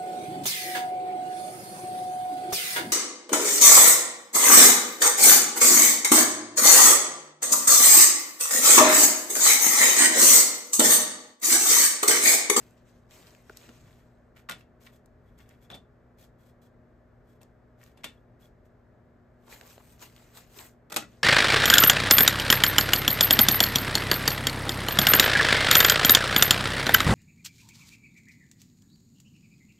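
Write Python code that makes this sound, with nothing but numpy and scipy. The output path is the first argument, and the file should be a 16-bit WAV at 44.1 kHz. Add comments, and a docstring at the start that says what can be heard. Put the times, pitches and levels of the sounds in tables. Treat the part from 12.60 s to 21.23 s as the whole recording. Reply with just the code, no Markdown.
"""In a small, humming room, banknotes are fanned and pulled apart over a wooden desk: fibres catch and slip.
One hand then files some in a clear plastic tray, whose walls ring as it clacks down and scrapes the desk.
A few more notes are drawn with snaps and soft bumps, and their edges are tapped square on the ringing wood.
A close pair of microphone ports listens, a little stronger on the left; dull air noise runs throughout."""
import sys
import numpy as np
from scipy import signal
from scipy.fft import rfft, irfft, next_fast_len
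from scipy.io import wavfile
from scipy.ndimage import uniform_filter1d, map_coordinates

SR = 44100
rng = np.random.default_rng(int(sys.argv[2]) if len(sys.argv) > 2 else 0)


def master_out(mix):
    """Clip the mix to full scale and print it as 16-bit PCM to the path in sys.argv[1]."""
    frames = np.transpose(np.atleast_2d(mix))
    ceiling = np.clip(frames, -1, 1)
    pcm = np.round(ceiling * 32767).astype(np.int16)
    wavfile.write(sys.argv[1], SR, pcm)


N = 380583
TIME = np.arange(N) / SR
SHORT = TIME[:SR // 2]  # time axis of one brief contact [s]

# Dull air of the room: (frequency [Hz], relative density [dB per Hz])
AIR_SPECTRUM = [(22, -18), (38, 0.5), (90, -0.5), (170, -4), (330, -9), (620, -8.5), (900, -18),
                (1700, -19.5), (2800, -37.5), (5000, -43), (9000, -49), (14000, -51)]
# Steady hum: (frequency [Hz], level [dB])
HUM_TONES = [(59.5, -72), (119, -65.5), (241, -66.5), (360.5, -76), (420, -76.5), (620, -75), (721, -87)]
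# Decay of the room: (frequency [Hz], t60 [s])
ROOM_DECAY = [(150, 0.47), (500, 0.16), (1500, 0.19), (3200, 0.19), (7000, 0.18), (14000, 0.11)]

# Likeness of the two ports: (frequency [Hz], coherence [0-1])
PORT_LIKENESS = [(60, .98), (250, .8), (600, .64), (1300, .58), (2100, .7), (3800, .6), (5400, .25),
                 (7000, .85), (10000, .97), (15000, .9)]
# Phase by which the left port leads: (frequency [Hz], lead [rad])
PORT_LEAD = [(300, 0), (650, .3), (1300, -.4), (2000, 0), (3300, .9), (5000, .6), (7400, -.1), (8400, -1.2),
             (9200, -3), (10700, -3.3), (11800, -6), (13700, -6.5), (15100, -9)]
TOP_HZ = 15400  # top of the audible band here

# Ringing of the tray: (frequency [Hz], width [Hz], relative level [dB])
TRAY_MODES = [(1070, 30, 1), (1137, 30, 2.5), (1424, 30, 2), (1830, 35, 2), (1910, 30, -1), (2175, 30, 0),
              (2295, 30, -1), (2640, 22, 2), (2775, 11, 2), (2990, 35, -1), (3290, 25, 1), (3540, 18, 3),
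              (3750, 20, -1), (4110, 22, 0)]
# Tray's foot slips on the desk: (start [s], length [s], chirp level [dB], rumble level [dB])
FOOT_SCRAPES = [(3.0997, 0.0079, -46, -58), (3.114, 0.05, -50, -55.5)]
FOOT_HZ, FOOT_OCTAVES = 3470, .065
# Tray lands on the desk: (time [s], level [dB], clack centre [Hz], thud [dB rel.], hard edge [dB rel.],
# first touch [dB rel.], delay of first rebound [s])
TRAY_LANDINGS = [(1.8954, -25.5, 1300, -11, -10, -7, 0.015), (2.008, -52.5, 1540, -10, -20, -15, 0.0015),
                 (3.1024, -40, 1750, 1, -17, -24, 0.011), (3.148, -48.5, 3400, 4, -4, -0.5, 0.0054),
                 (4.814, -57, 2380, 5, -2, -11, 0.0026), (5.373, -55.5, 2500, 4, -9, -20, 0.0035),
                 (5.442, -29, 2630, -9.5, -8.5, -15.5, 0.0036)]
# Desk under a tray landing or scrape: (frequency [Hz], relative density [dB per Hz])
THUD_SPECTRUM = [(50, -28), (150, 0.5), (350, -3), (650, 2), (1300, -11), (4000, -31)]
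CLACK_OCTAVES, CLACK_ATTACK_S, CLACK_T60_S = 0.88, 0.00021, 0.019
TOUCH_S, TOUCH_ATTACK_S, TOUCH_T60_S = .0075, 0.00212, 0.09  # a corner drags on the wood before the blow
TRAY_LOW_HZ = 500  # the small walls radiate little below this
STRIKE_SPREAD_DB = 3  # scatter of the tray modes between contacts
REBOUND_LOSS_DB, REBOUND_SHRINK = 4.5, 0.62  # each rebound is weaker and sooner
REBOUND_HZ, REBOUND_OCTAVES = 2760, 0.77  # light rebounds ring mostly the stiff walls

# Notes leafed through at the tray: (start [s], length [s], level [dB], wall ring [dB rel.], crumpling [dB rel.])
TRAY_SLIDES = [(1.187, 0.31, -74, -5, 2), (1.751, 0.081, -64, -20, 1.5), (1.974, 0.05, -64.5, -9, -10),
               (2.198, 0.12, -63, -22, -4), (2.315, 0.067, -68.5, -7, -5), (2.63, 0.16, -81, -5, -2),
               (2.772, 0.079, -66.5, -2.5, -3), (2.838, 0.17, -74.5, -10, 2), (3.004, 0.075, -68, -6, -9),
               (3.571, .11, -64, -7.5, -20), (3.774, 0.16, -71, -9.5, -16), (4.013, 0.068, -69, -6, -12),
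               (4.645, 0.14, -75.5, -5, -8), (5.174, 0.16, -66.5, -36, -4), (5.31, 0.34, -80, -10, 2),
               (5.79, 0.1, -66, -7, -9.5), (6.045, 0.036, -77, -16, -6)]
STROKE_SKEW = 0.82  # under 1, a stroke presses hardest before its middle
CRUMPLE_HZ, CRUMPLE_OCTAVES = 1780, 0.74  # colour of a bending wad
WALL_HZ, WALL_OCTAVES = 3367, 0.042  # narrow colour of a rubbed tray wall

# Edges of the bundle land on the desk: (time [s], level [dB], wood [dB rel.])
EDGE_TAPS = [(8.2996, -46, -14), (8.305, -45.5, 5), (8.32, -38, 6.5), (8.3239, -30.5, -2),
             (8.342, -32, -4.5), (8.362, -16, -5.5), (8.368, -17, -6), (8.3719, -32, -5),
             (8.423, -55, 19.5)]
# Ringing of the desk top: (frequency [Hz], width [Hz], relative level [dB])
DESK_MODES = [(233, 30, 3), (316, 25, 3), (500, 70, 0), (622, 50, 2), (805, 45, -2), (1280, 80, -3),
              (1417, 60, -2), (1950, 60, -1), (2580, 50, 0)]
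# Slap of note edges: (frequency [Hz], relative density [dB per Hz])
EDGE_SPECTRUM = [(100, -20), (500, -5), (900, -2), (1400, -10), (3500, 0), (5200, -5), (7700, -3),
                 (10000, -2), (13500, -8), (15500, -13.5)]
# Struck wood without its modes: (frequency [Hz], relative density [dB per Hz])
WOOD_SPECTRUM = [(50, -9), (150, -2), (300, -5.5), (600, -2), (1400, 2.5), (2800, -3.5), (6000, -8)]

# Fingers and the wad bump softly: (start [s], length [s], level [dB], colour centre [Hz])
SOFT_BUMPS = [(0.894, 0.012, -47, 450), (1.078, .036, -53.5, 244), (1.14, 0.26, -58.5, 105),
              (2.378, 0.63, -61.5, 65), (6.868, 0.034, -56.5, 564), (7.004, 0.058, -58.5, 610),
              (7.197, 0.018, -56, 885), (7.419, 0.025, -54, 506)]
# A finger knocks the stiff wad: (time [s], level [dB], pitch [Hz], t60 [s])
WAD_KNOCKS = [(.897, -35, 1450, 0.017), (1.0915, -49, 1360, 0.012), (6.882, -44, 950, .01),
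              (7.1795, -36, 620, 0.009)]
# A note buckles or flicks off a finger: (time [s], level [dB], colour centre [Hz])
NOTE_SNAPS = [(.108, -57, 7460), (0.509, -47, 4000), (.749, -46.5, 1786), (0.8961, -43, 1860),
              (.971, -33, 6800), (1.091, -39, 1400), (2.229, -59, 3500), (2.264, -47, 3000),
              (2.459, -53.5, 7960), (2.788, -50.5, 6500), (2.891, -47.5, 8500), (4.831, -46, 6500),
              (5.238, -46, 8000), (5.263, -53, 2500), (5.316, -60, 1500), (6.88, -50.5, 1800),
              (7.011, -37.5, 2010), (7.1795, -46, 1300), (7.202, -56.5, 11000), (7.425, -42.5, 2700),
              (7.563, -44.5, 3430), (7.99, -37, 2460)]
SNAP_OCTAVES = 1  # width of a snap's colour

# Notes pulled over each other in the hands: (time of fastest slip [s], speeding up [s], slowing down [s],
# level [dB], crispness of the top treble [dB])
NOTE_PULLS = [(.005, 0.064, 0.29, -60.5, -1.5), (.178, 0.033, 0.078, -65.5, -13),
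              (.295, 0.15, 0.39, -67, -8), (0.516, 0.042, 0.61, -54, -4), (.672, 0.039, 0.22, -56.5, -5),
              (.91, 0.08, 0.087, -61, -2), (1.025, 0.35, 0.68, -56, -7), (1.34, 0.16, 0.13, -79, 4),
              (6.923, 0.095, 0.16, -47, 0.5), (7.105, 0.29, 0.17, -54, 2.5), (7.325, 0.42, 0.13, -60.5, 4),
              (7.425, 0.06, 0.13, -47, -0.5), (7.6, 0.37, 0.42, -59.5, -1), (7.774, 0.1, 0.14, -49, 0.5),
              (8.0, 0.19, 0.11, -47, 1.5), (8.055, 0.13, 0.09, -53.5, 6), (8.5, 0.21, 0.83, -65.5, -7)]
# Rubbing paper: (frequency [Hz], relative density [dB per Hz])
PAPER_SPECTRUM = [(80, -29.5), (300, 4.5), (600, 2.5), (900, 4), (1400, 0), (2200, 2), (3300, -1.5),
                  (5000, -3), (7500, -1), (10000, -4), (13000, -4), (15500, -1.5)]
PULL_DEPTH_DB = 32.5  # a pull climbs and sinks this far in its two times
PULL_ROUNDING = 1  # 1 is a pointed top, 2 a round one
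CRISP_HZ = 8900  # crisp notes hiss more above this than limp ones


def amp(db):
    """Decibels to gain."""
    return 10 ** (np.asarray(db) / 20)


def unit(x):
    """x at rms 1."""
    return x / np.sqrt(np.mean(np.abs(x) ** 2) + 1e-20)


def along(points, hz):
    """(Hz, value) points read on a log axis."""
    f, v = np.transpose(points)
    return np.interp(np.log(hz + 1), np.log(f + 1), v)


def wobble(rate):
    """A smooth random curve, rate knots a second."""
    knots = rng.standard_normal(int(N * rate / SR) + 4)
    return map_coordinates(knots, [TIME * rate])


def shape(points):
    """Gain against frequency from (Hz, dB) points."""
    return lambda hz: amp(along(points, hz))


def hump(centre_hz, octaves):
    """Gain of one broad resonance."""
    return lambda hz: 1 / (1 + (np.log2((hz + 1) / centre_hz) / octaves) ** 2)


def ringing(gain, modes, ring_db):
    """A gain curve with narrow (Hz, width, dB) modes standing out of it."""
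    def resonant(hz):
        peaks = sum(amp(db + ring_db) ** 2 / (1 + (2 * (hz - c) / w) ** 2) for c, w, db in modes)
        return gain(hz) * np.sqrt(1 + peaks)
    return resonant


def coloured(x, gain):
    """x through a causal minimum-phase filter that keeps the power of white noise."""
    m = 2 * next_fast_len(x.shape[-1] // 2 + 4096)
    curve = unit(gain(np.fft.rfftfreq(m, 1 / SR)))
    cepstrum = irfft(np.log(curve + 1e-6))
    # folding the cepstrum forward puts the response after its cause
    cepstrum[1:m // 2] *= 2
    cepstrum[m // 2 + 1:] = 0
    response = np.exp(rfft(cepstrum))
    return irfft(rfft(x, m) * response, m)[..., :x.shape[-1]]


def add(out, s, sound):
    """Mix a sound in from second s."""
    part = out[:, max(round(s * SR), 0):][:, :sound.shape[1]]
    part += sound[:, :part.shape[1]]


def room_tail():
    """Two fresh noise tails of the room, each band fading at its own rate."""
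    hz, t, z = signal.stft(rng.standard_normal((2, len(SHORT))), SR, nperseg=256)
    fade = amp(-60 * t / along(ROOM_DECAY, hz)[:, None])
    tail = signal.istft(z * fade, SR, nperseg=256)[1][:, :len(SHORT)]
    tail = tail * (1 - np.exp(-SHORT / 0.00042))
    return tail / np.linalg.norm(tail[0])


def contact(t60, wet_db, attack=.00045):
    """A brief noisy crush of materials, mixed with the room."""
    fade = amp(-60 * SHORT / t60) * (1 - np.exp(-SHORT / attack))
    crush = rng.standard_normal((2, len(SHORT))) * fade
    crush = crush / np.linalg.norm(crush, axis=1, keepdims=True)
    return np.linalg.norm(fade) * (crush + amp(wet_db) * room_tail())


def friction(level, slips_per_s, spread_db, flutter_db, wet_db):
    """Surfaces catch and slip: tiny clicks of uneven size under a level curve, with the room."""
    happens = rng.random(N) < slips_per_s / SR
    sizes = happens * amp(spread_db * np.clip(rng.standard_normal(N), -2, 2))
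    clicks = rng.standard_normal((2, N)) * sizes * amp(flutter_db * wobble(90))
    slips = level * unit(clicks)
    echo = signal.fftconvolve(slips, room_tail(), axes=1)[:, :N]
    return slips + amp(wet_db) * echo


def crinkles(level, count, centre_hz, cycles, spread_db):
    """Creases flip at random moments; each rings for a few or many cycles at its own pitch."""
    at = rng.integers(0, N - 400, count)
    pitch, size, scatter = rng.standard_normal((3, count))
    hz = np.clip(centre_hz * 2 ** pitch, 500, 14000)[:, None]
    steps = np.arange(400)  # samples kept of each flip
    turns = hz * steps / SR
    strength = amp(spread_db * np.clip(size, -2, 2))[:, None] * np.sqrt(hz)
    grains = strength * np.sin(2 * np.pi * turns) * np.exp(-turns / cycles)

    def place(rows):
        return unit(np.bincount((at[:, None] + steps).ravel(), rows.ravel(), N))
    return level * np.array([place(grains), place(grains * scatter[:, None])])


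def stroke(start, length):
    """Pressure of one stroke: a quick swell and a softer release."""
    progress = np.clip((TIME - start) / length, 0, 1)
    return np.abs(np.sin(np.pi * progress ** STROKE_SKEW))


def room_air():
    """Dull ventilation noise, with hum tones that waver slightly in level and phase."""
    air = amp(-60.0) * coloured(rng.standard_normal((2, N)), shape(AIR_SPECTRUM))
    for hz, db in HUM_TONES:
        level = np.sqrt(2) * amp(db + 0.85 * wobble(5.6))
        air[0] += level * np.sin(2 * np.pi * hz * TIME + .5 * wobble(1.98))
    return air


def tray_scrape():
    """The tray is nudged along the desk: its slipping foot chirps while the wood rumbles."""
    out = np.zeros((2, N))
    for s, length, chirp_db, rumble_db in FOOT_SCRAPES:
        slips = friction(stroke(s, length), slips_per_s=2500, spread_db=1.5, flutter_db=1, wet_db=-8)
        slips = slips[:, round(s * SR):][:, :len(SHORT)]
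        chirp = coloured(slips, ringing(hump(FOOT_HZ, FOOT_OCTAVES), TRAY_MODES, ring_db=6))
        rumble = coloured(slips, shape(THUD_SPECTRUM))
        add(out, s, amp(chirp_db) * chirp + amp(rumble_db) * rumble)
    return out


def clack(hz, octaves, t60, attack, thud_db, edge_db):
    """One contact rings a fresh mix of plastic modes, thuds in the desk and adds a hard tick."""
    modes = [(c, w, db + STRIKE_SPREAD_DB * rng.standard_normal()) for c, w, db in TRAY_MODES]

    def walls(f):
        return hump(hz, octaves)(f) / np.sqrt(1 + (TRAY_LOW_HZ / (f + 1)) ** 4)
    plastic = coloured(contact(t60, wet_db=-4.5, attack=attack), ringing(walls, modes, ring_db=5))
    thud = coloured(contact(t60=0.0087, wet_db=7.0), shape(THUD_SPECTRUM))
    tick = coloured(contact(t60=0.034, wet_db=-5.0), hump(centre_hz=9300, octaves=0.39))
    return plastic + amp(thud_db) * thud + amp(edge_db) * tick


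def tray_clacks():
    """The tray touches with one corner, lands, and rocks to rest in two rebounds."""
    out = np.zeros((2, N))
    for s, db, hz, thud_db, edge_db, touch_db, rebound_s in TRAY_LANDINGS:
        touch = clack(hz, CLACK_OCTAVES, TOUCH_T60_S, TOUCH_ATTACK_S, thud_db=-37, edge_db=-26)
        add(out, s - TOUCH_S, amp(db + touch_db) * touch)
        landing = clack(hz, CLACK_OCTAVES, CLACK_T60_S, CLACK_ATTACK_S, thud_db, edge_db)
        add(out, s, amp(db) * landing)
        delays = [rebound_s, rebound_s * (1 + REBOUND_SHRINK)]
        for k, delay in enumerate(delays, 1):
            rebound = clack(REBOUND_HZ, REBOUND_OCTAVES, CLACK_T60_S, CLACK_ATTACK_S, thud_db, edge_db)
            add(out, s + delay, amp(db - REBOUND_LOSS_DB * k) * rebound)
    return out


def tray_notes():
    """Notes brush each other and the tray, which colours them; bent, they crumple; pressed, a wall sings."""
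    level, pressed, bent = 0, 0, 0
    for s, length, db, wall_db, crumple_db in TRAY_SLIDES:
        pressure = stroke(s, length)
        level = level + amp(db) * pressure
        pressed = pressed + amp(db + wall_db) * pressure
        bent = bent + amp(db + crumple_db) * pressure
    slips = friction(level, slips_per_s=2500, spread_db=0, flutter_db=2.5, wet_db=-4.0)
    slips = slips + amp(-21) * crinkles(level, count=3000, centre_hz=3460, cycles=42.0, spread_db=3.0)
    folds = friction(bent, slips_per_s=760, spread_db=-1, flutter_db=6, wet_db=-8)
    folds = coloured(folds, hump(CRUMPLE_HZ, CRUMPLE_OCTAVES))
    wall = friction(pressed, slips_per_s=3500, spread_db=-2.5, flutter_db=5.5, wet_db=-26.0)
    wall = coloured(wall, hump(WALL_HZ, WALL_OCTAVES))
    return wall + coloured(slips + folds, ringing(np.ones_like, TRAY_MODES, ring_db=4.5))


def desk_taps():
    """The notes land a few at a time: a crisp slap of edges, and the desk top answers."""
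    out = np.zeros((2, N))
    for s, db, wood_db in EDGE_TAPS:
        slap = coloured(contact(t60=0.021, wet_db=-6.0), shape(EDGE_SPECTRUM))
        desk_top = ringing(shape(WOOD_SPECTRUM), DESK_MODES, ring_db=17.0)
        wood = coloured(contact(t60=0.019, wet_db=-2), desk_top)
        add(out, s, amp(db) * (slap + amp(wood_db) * wood))
    return out


def bumps():
    """Fingers take hold of the wad, and the swung notes push a puff of air: swells of low noise."""
    out = np.zeros((2, N))
    for s, length, db, hz in SOFT_BUMPS:
        swell = np.sin(np.pi * np.minimum(SHORT / length, 1)) ** .5
        push = swell * rng.standard_normal((2, len(SHORT)))
        body = lambda f: hump(hz, octaves=1.3)(f) ** 2  # soft contact has little treble
        add(out, s, amp(db) * coloured(push, body))
    return out


def knocks():
    """The knocked wad rings for a few cycles: short pitched tocks with a little room."""
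    out = np.zeros((2, N))
    for s, db, hz, t60 in WAD_KNOCKS:
        fade = amp(db - 60 * SHORT / t60) * (1 - np.exp(-SHORT / 0.0001))
        tock = fade * np.sin(2 * np.pi * hz * SHORT)
        echo = signal.fftconvolve(tock[None], room_tail(), axes=1)[:, :len(SHORT)]
        add(out, s, np.array([tock, 0 * tock]) + amp(-17) * echo)
    return out


def snaps():
    """Stiff paper pops through: large buckles are low, flicked edges high."""
    out = np.zeros((2, N))
    for s, db, hz in NOTE_SNAPS:
        pop = contact(t60=.011, wet_db=-12)
        add(out, s, amp(db) * coloured(pop, hump(hz, SNAP_OCTAVES)))
    return out


def pull(s, rise, fall):
    """Gain of one pull: the notes speed up until second s, then slow down."""
    away = np.maximum((s - TIME) / rise, (TIME - s) / fall)
    return amp(-PULL_DEPTH_DB * np.minimum(away, 10) ** PULL_ROUNDING)


def flexing(x, patchy_db):
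    """The sheets bend as they slide, so their colour drifts in broad patches."""
    z = signal.stft(x, nperseg=512)[2]
    field = uniform_filter1d(rng.standard_normal(z.shape[1:]), size=9, axis=0)  # across frequency
    field = uniform_filter1d(field, size=8, axis=1)  # across time
    patches = unit(amp(patchy_db * unit(field)))
    return signal.istft(z * patches, nperseg=512)[1][:, :N]


def hand_notes():
    """Notes slide over each other, crinkle and crackle; overlapping pulls add in power."""
    powers = [(amp(db) * pull(s, rise, fall)) ** 2 for s, rise, fall, db, crisp_db in NOTE_PULLS]
    total = sum(powers)
    level = np.sqrt(total)
    # the strongest pull of the moment weighs most in the treble
    crispness = sum(power * amp(row[-1]) for power, row in zip(powers, NOTE_PULLS)) / total
    hiss = friction(level, slips_per_s=10000, spread_db=0.5, flutter_db=1.4, wet_db=-5.0)
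    hiss = coloured(hiss, shape(PAPER_SPECTRUM))
    top = signal.sosfiltfilt(signal.butter(2, CRISP_HZ, "high", fs=SR, output="sos"), hiss)
    fine = amp(-13) * crinkles(level, count=2600, centre_hz=3300, cycles=4, spread_db=3)
    crackle = amp(-11.5) * crinkles(level, count=480, centre_hz=3200, cycles=1.2, spread_db=3.5)
    return flexing(hiss + (crispness - 1) * top, patchy_db=2) + fine + crackle


def ports(pair):
    """Row 0 reaches both ports alike, row 1 with opposite sign; a phase lead sets the lag between them."""
    m = next_fast_len(N + SR // 2)
    hz = np.fft.rfftfreq(m, 1 / SR)
    turn = np.arccos(np.clip(along(PORT_LIKENESS, hz), 0, 1)) / 2
    common, diffuse = rfft(pair, m) * [np.cos(turn), np.sin(turn)]
    lead = np.exp(.5j * along(PORT_LEAD, hz))  # half the lead on each port
    left = (common + diffuse) * lead
    right = (common - diffuse) / lead
    return irfft(np.array([left, right]), m)[:, :N]


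def scene():
    """Room, tray, desk and notes at the close pair, a little stronger on the left."""
    tray = tray_scrape() + tray_clacks() + tray_notes()
    notes = desk_taps() + bumps() + knocks() + snaps() + hand_notes()
    return ports(room_air() + tray + notes) * amp([[.7], [-.7]])


def record(dry):
    """A very steep low-pass leaves next to nothing above TOP_HZ."""
    m = next_fast_len(N + SR // 2)
    hz = np.fft.rfftfreq(m, 1 / SR)
    return irfft(rfft(dry, m) / np.sqrt(1 + (hz / TOP_HZ) ** 120), m)[:, :N]


dry = scene()
out = record(dry)
master_out(out)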